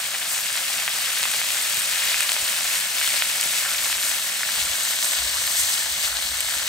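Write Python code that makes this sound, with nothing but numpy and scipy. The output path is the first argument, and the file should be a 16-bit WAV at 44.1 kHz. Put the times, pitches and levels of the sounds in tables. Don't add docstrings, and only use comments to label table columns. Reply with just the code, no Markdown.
import sys
import numpy as np
from scipy import signal
from scipy.fft import rfft, irfft, next_fast_len
from scipy.io import wavfile
from scipy.ndimage import map_coordinates

SR = 44100
rng = np.random.default_rng(int(sys.argv[2]) if len(sys.argv) > 2 else 0)


def dump(signal):
    limited = np.clip(np.atleast_2d(signal).T, -1, 1)
    pcm = np.round(limited * 32767).astype(np.int16)
    wavfile.write(sys.argv[1], SR, pcm)


N = 294588
FFT_SIZE = next_fast_len(N + 4096)
HZ, TIME = np.fft.rfftfreq(FFT_SIZE, 1 / SR), np.arange(N) / SR
SIDES = np.array([[1], [-1]])

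# (f/Hz, relative level/dB)
JUICE_SPECTRUM = [(300, -34), (410, -21), (520, -10), (660, -6), (930, -7.5), (1250, -4), (1750, 0.5),
                  (2800, -17), (5000, -25)]
OIL_SPECTRUM = [(700, -32.5), (1500, -13), (2100, -1.5), (2700, 1), (4300, -1.5), (5300, -5), (7000, -10.5),
                (12000, -35)]
FIZZ_SPECTRUM = [(2000, -36.5), (4500, -7), (6200, -3), (7100, -1), (8400, 0.5), (11200, -2.5), (14300, -8),
                 (16000, -9.5)]
# (t/s, gain/dB)
HEAT = [(0, -1.5), (.6, -.5), (1.6, 1.5), (2.5, 1.24), (4.3, 0), (5.3, 1.1), (6.68, -1)]
# (t/s, duration/s, oil gain/dB, fizz gain/dB)
FLARES = [(0.252, 0.092, -1.5, 3), (1.935, .28, 1.8, 0.3), (2.7, .03, 4.5, 3.5), (2.98, 0.21, 2.5, 2.2),
          (3.38, .26, .8, 1.5), (3.728, .23, 1.2, 1.5), (3.994, .11, 1, 4), (4.46, .17, 1, 2),
          (4.722, 0.25, -0.5, 1.5), (4.974, 0.16, 0.5, 3), (5.415, .38, 0, 3), (5.55, .044, 0, 5),
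          (5.98, .08, 2.3, 3.5), (6.45, 0.13, 0.3, 1.5)]
# (t/s, duration/s, gain/dB)
LULLS = [(.03, 0.17, -1), (2.838, 0.084, -2), (3.93, 0.079, -1.5), (4.234, 0.27, -1), (6.094, 0.046, -2.5)]
# (t/s, level/dB, f/Hz, envelope half-width/cycles)
POPS = [(0.1496, -19.5, 1960, 1.25), (.389, -19, 1900, .6), (.5563, -13, 2600, 0.44),
        (0.5753, -8, 4000, 0.49), (.822, -13.5, 2450, .55), (.8788, -6.2, 2500, 0.51),
        (.8857, -15, 2000, 1.1), (1.2302, -6.5, 3700, 0.37), (1.2376, -9, 3150, 0.65),
        (1.2548, -9.5, 2100, 0.38), (1.3375, -14, 3300, 0.73), (1.4157, -12, 1900, .4),
        (1.5045, -14, 2900, 0.71), (2.144, -11.5, 2090, .8), (2.206, -11, 2350, 0.65),
        (2.228, -11, 2900, .5), (2.293, -4.5, 3400, 0.56), (2.319, -7.5, 3100, 0.42),
        (2.3651, -8.5, 2300, 0.37), (3.0147, -10.5, 2350, .56), (3.1418, -14, 2700, 0.3),
        (3.2224, -3.7, 2510, 0.56), (3.43, -14, 2800, 1.2), (3.5547, -13, 3010, .44),
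        (3.9001, -18.5, 1400, 0.66), (3.9282, -8, 2800, .6), (4.1143, -9.5, 2500, 0.4),
        (4.4331, -11, 1940, .9), (4.9891, -10, 3300, .43), (5.0273, -7, 3700, .5), (5.045, -11, 3200, 0.4),
        (5.135, -9, 3000, .65), (5.476, -11, 3100, .55), (6.1696, -8, 3900, 0.51), (6.487, -18, 1910, 0.64),
        (6.6312, -16.5, 2500, 0.6)]
# (t/s, level/dB)
SPITS = [(1.2302, -7), (1.9702, -15), (2.2068, -5), (2.2319, -7), (2.3186, -4.5), (2.4163, -10),
         (3.076, -5), (3.0909, -10), (3.4116, -3), (4.835, -10), (6.4061, -3)]
# (t/s, duration/s, bubble level/dB, f/Hz, scatter/octaves)
GURGLES = [(1.018, 0.39, -21.5, 2680, 0.28), (1.901, .4, -18.5, 2560, 0.26), (3.009, .13, -17, 2380, .34),
           (3.642, .024, -18, 1530, .1), (3.667, .085, -24.5, 1480, .1), (5.319, .07, -24.5, 1350, .2)]
# (t/s, level/dB, f/Hz)
THUDS = [(1.371, -45, 150), (1.776, -42, 166), (2.422, -40, 80), (3.458, -41, 159), (6.565, -45, 170)]
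# (t/s, duration/s, level/dB)
PUFFS = [(3.683, .42, -56), (4.564, 0.11, -45.5), (4.68, .07, -48), (5.18, .13, -44), (5.286, 0.23, -47.5),
         (5.57, .12, -43.5), (5.907, 0.062, -49), (5.697, 1.3, -51)]
# (f/Hz, relative level/dB)
PUFF_SPECTRUM = [(18, -30), (45, -2.5), (58, 1), (80, -4.5), (200, -29), (500, -70)]
AIR_SPECTRUM = [(25, -19), (60, -2.5), (110, -4.5), (180, -1), (280, -3), (385, -9.5), (3000, -47)]
# (t/s, share of the sound passing through it)
HAND_COVER = [(5.25, 0.58), (5.9, 0.55)]
# (f/Hz, gain/dB)
HOLLOW_RESPONSE = [(900, 0), (1300, -2), (1800, -0.5), (2200, -1.5), (2500, -0.5), (3400, 0.5), (4250, 3.5),
                   (5300, -2), (6300, 3), (7050, -2.5), (7800, 1.5), (8600, 2.5), (9400, -9.5), (11500, -2)]
# (f/Hz, coherence)
COHERENCE = [(50, .8), (170, .95), (350, .7), (550, .96), (1900, .84), (2500, .75), (5500, .62),
             (7200, .68), (8400, .87), (16000, .85)]
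# (f/Hz, left minus right level/dB)
BALANCE = [(400, -0.5), (920, 5), (1100, 2), (1600, 2.5), (2100, -0.5), (3000, 3.5), (5300, 4), (6250, 1.5),
           (7050, 4.5), (8300, -0.3)]
# (f/Hz, phase/rad)
PHASE_LEAD = [(1900, .1), (2600, 1.45), (3300, 1.35), (4100, .5), (6200, .1), (7500, .85), (8500, 0),
              (15700, -4 * np.pi)]
# (t/s, delay/ms)
ECHO_DELAY = [(0, 3.1), (.9, 2.85), (2, 2.58), (3, 2.45), (3.7, 2.5), (5.2, 2.48), (6.1, 2.56),
              (6.68, 2.51)]


def sizzle(juice_db=-36, oil_db=-28.5, fizz_db=-26.5, juice_follows=0.66, flicker_db=0.48):
    juice = bubbles(JUICE_SPECTRUM, 650, 2600, per_s=1100, spread_db=3.5,
                    wash=1.0, sputter_db=1.26, octaves=1.0)
    oil = bubbles(OIL_SPECTRUM, 1920, 5500, per_s=2700, spread_db=3.0,
                  wash=0.76, sputter_db=.5, octaves=0.61)
    fizz = bubbles(FIZZ_SPECTRUM, 4350, 12800, per_s=5500, spread_db=3.5,
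                   wash=1.0, sputter_db=.5, octaves=0.31)
    heat_db = curve(TIME, HEAT) + sum(db * flare(s, length) for s, length, db in LULLS)
    oil_swell = heat_db + sum(db * flare(s, length) for s, length, db, _ in FLARES)
    fizz_swell = heat_db + sum(db * flare(s, length) for s, length, _, db in FLARES)
    juice *= amp(juice_db + juice_follows * oil_swell)
    oil *= amp(oil_db + oil_swell)
    fizz *= amp(fizz_db + fizz_swell)
    return (juice + oil + fizz) * amp(flicker_db * wander(14.5))


def bubbles(spectrum, low_hz, high_hz, per_s, spread_db, wash, sputter_db, octaves, count=6):
    pitches = np.geomspace(low_hz, high_hz, count)
    bands = np.exp(-.5 * (np.log2(np.clip(HZ, low_hz, high_hz) / pitches[:, None]) / octaves) ** 2)
    bands /= np.linalg.norm(bands, axis=0)
    bursts = 0
    for band in bands:
        size = amp(spread_db * np.minimum(rng.exponential(1, (2, N)), 4.5))
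        clicks = size * rng.choice([-1, 1], (2, N)) * (rng.random((2, N)) < per_s / count / SR)
        bursts = bursts + band * rfft(unit_rms(clicks), FFT_SIZE)
    streams = waveform(bursts) + wash * rng.standard_normal((2, N))
    steam_flurries = amp(sputter_db * wander(66))
    return unit_rms(colour(streams, spectrum) * steam_flurries)


def flare(s, length, attack_s=0.058, release_s=0.029):
    attack = np.clip((TIME - s) / attack_s, 0, 1)
    return attack * np.exp(-np.maximum(TIME - s - length, 0) / release_s)


def pops(gain_db=2.0, rattle_db=-28, rattle_s=0.0032):
    out, t = np.zeros(N), np.arange(-400, 800) / SR
    for s, db, hz, cycles in POPS + stray_pops():
        pulse = -np.cos(2 * np.pi * hz * t) * np.exp(-(hz * t / cycles) ** 2)
        scattered = unit_rms(np.convolve(rng.standard_normal(len(t)), pulse, "same"))
        rattle = scattered * np.exp(-abs(t) / rattle_s) * (t > 0)
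        add(out, s + t[0], amp(db + gain_db) * (pulse + amp(rattle_db) * rattle))
    return out


def stray_pops(per_s=8, db=-20.5, spread_db=3, hz=2800, octaves=0.15, cycles=0.51):
    chance, size, pitch = rng.random(N), rng.standard_normal(N), rng.standard_normal(N)
    return [(TIME[i], db + spread_db * size[i], hz * 2 ** (octaves * pitch[i]), cycles)
            for i in np.flatnonzero(chance < per_s / SR)]


def spits(gain_db=2.0, hz=8400, cycles=2.4, spray=0.38, decay_s=.0008):
    out, crack = np.zeros(N), bubble_ring(hz, cycles)
    for s, db in SPITS + stray_spits():
        mist = spray * rng.choice([-1, 1], len(crack)) * np.exp(-TIME[:len(crack)] / decay_s)
        add(out, s, amp(db + gain_db) * (crack + mist))
    return without_bass(out, edge_hz=4300)


def stray_spits(per_s=7, db=-17, spread_db=3.0):
    chance, size = rng.random(N), rng.standard_normal(N)
    return [(TIME[i], db + spread_db * size[i]) for i in np.flatnonzero(chance < per_s / SR)]


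def gurgles(per_s=220, cycles=2.0, spread_db=2.5, most=400):
    out = np.zeros(N)
    for s, length, db, hz, octaves in GURGLES:
        jitter = rng.random(most)
        size, pitch = rng.standard_normal((2, most)).clip(-2, 2)
        for i in range(min(round(length * per_s), most)):
            ring = bubble_ring(hz * 2 ** (octaves * pitch[i]), cycles)
            add(out, s + (i + jitter[i]) / per_s, amp(db + spread_db * size[i]) * ring)
    return out


def wet_ticks(per_s=70, db=-21.5, spread_db=3.0, hz=3200, octaves=0.558, cycles=2.0,
              clumping=0.63, flare_share=.8):
    out, chance = np.zeros(N), rng.random(N)
    size, pitch, damping = rng.standard_normal((3, N)).clip(-2, 2)
    crowd = np.exp(clumping * wander(15))
    level_db = db + flare_share * sum(rise * flare(s, length) for s, length, rise, _ in FLARES)
    for i in np.flatnonzero(chance < per_s * crowd / crowd.mean() / SR):
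        ring = bubble_ring(hz * 2 ** (octaves * pitch[i]), cycles * 2 ** (-.5 * damping[i]))
        add(out, TIME[i], amp(level_db[i] + spread_db * size[i]) * ring)
    return out


def bubble_ring(hz, cycles):
    turns = hz * np.arange(800) / SR
    return np.sin(2 * np.pi * turns) * np.exp(-turns / cycles) * (1 - np.exp(-2 * turns))


def without_bass(x, edge_hz):
    return signal.sosfilt(signal.butter(4, edge_hz, "high", fs=SR, output="sos"), x)


def thuds(attack_s=0.00055, decay_s=0.01, slap_hz=600):
    out, t = np.zeros(N), np.arange(SR // 10) / SR
    envelope = np.exp(-t / decay_s) * (1 - np.exp(-t / attack_s))
    for s, db, hz in THUDS:
        slap = unit_rms(signal.lfilter(*signal.butter(2, slap_hz, fs=SR), rng.standard_normal(len(t))))
        add(out, s, amp(db) * (np.sin(2 * np.pi * hz * t) + slap) * envelope)
    return out


def outdoors(air_db=-55.5, flutter_db=0.8):
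    air = amp(air_db) * unit_rms(colour(rng.standard_normal((2, N)), AIR_SPECTRUM))
    turbulence = colour(rng.standard_normal((2, N)), PUFF_SPECTRUM)
    wind = unit_rms(turbulence * amp(flutter_db * wander(22)))
    puffs = sum(amp(db) * np.sin(np.pi * np.clip((TIME - s) / length, 0, 1)) for s, length, db in PUFFS)
    return air + wind * puffs


def microphones(spread, centre):
    coherence = np.clip(on_bins(COHERENCE), 0, 1)
    common, apart = rfft(spread, FFT_SIZE) * np.sqrt([(1 + coherence) / 2, (1 - coherence) / 2])
    common = common + rfft(centre, FFT_SIZE)
    shade = amp(SIDES * on_bins(BALANCE) / 2)
    shade /= np.sqrt(np.mean(shade ** 2, axis=0))
    phase_shift = np.exp(.5j * SIDES * curve(HZ, PHASE_LEAD))
    return waveform((common + SIDES * apart) * phase_shift * shade)


def under_hand(pair, reach_s=3.9, skew_hz=2500, skew_width_hz=450, lead_rad=1.85):
    share = curve(TIME, [(reach_s, 0)] + HAND_COVER)
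    lead = lead_rad * np.exp(-((HZ - skew_hz) / skew_width_hz) ** 2)
    hollow = waveform(rfft(pair, FFT_SIZE) * amp(on_bins(HOLLOW_RESPONSE)) * np.exp(.5j * SIDES * lead))
    return (1 - share) * pair + share * hollow


def pan_echo(pair, echo_db=-19.5, falloff=9.3):
    delay_s = curve(TIME, ECHO_DELAY) / 1000
    echo = np.array([map_coordinates(side, [(TIME - delay_s) * SR], order=3) for side in pair])
    return pair - amp(echo_db) * (delay_s.min() / delay_s) ** falloff * echo


def amp(db):
    return 10 ** (np.asarray(db) / 20)


def unit_rms(x):
    return x / np.sqrt(np.mean(x ** 2) + 1e-20)


def curve(axis, points):
    return np.interp(axis, *np.transpose(points))


def on_bins(points):
    hz, value = np.transpose(points)
    return np.interp(np.log(HZ + 1), np.log(hz + 1), value)


def waveform(bins):
    return irfft(bins, FFT_SIZE)[..., :N]


def colour(x, spectrum):
    return waveform(rfft(x, FFT_SIZE) * amp(on_bins(spectrum)))


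def wander(cutoff_hz):
    return unit_rms(waveform(rfft(rng.standard_normal(FFT_SIZE)) / (1 + (HZ / cutoff_hz) ** 4)))


def add(mix, s, sound):
    part = mix[max(round(s * SR), 0):][:len(sound)]
    part += sound[:len(part)]


def scene():
    single_bubbles = without_bass(pops() + gurgles() + wet_ticks(), edge_hz=560)
    spread = sizzle() + outdoors()
    centre = spits() + thuds() + single_bubbles
    return pan_echo(under_hand(microphones(spread, centre)))


def record(dry):
    low_pass = signal.firwin(511, cutoff=15750, window=("kaiser", 9), fs=SR)
    return signal.oaconvolve(dry, low_pass[None], "same")


dry = scene()
out = record(dry)
dump(out)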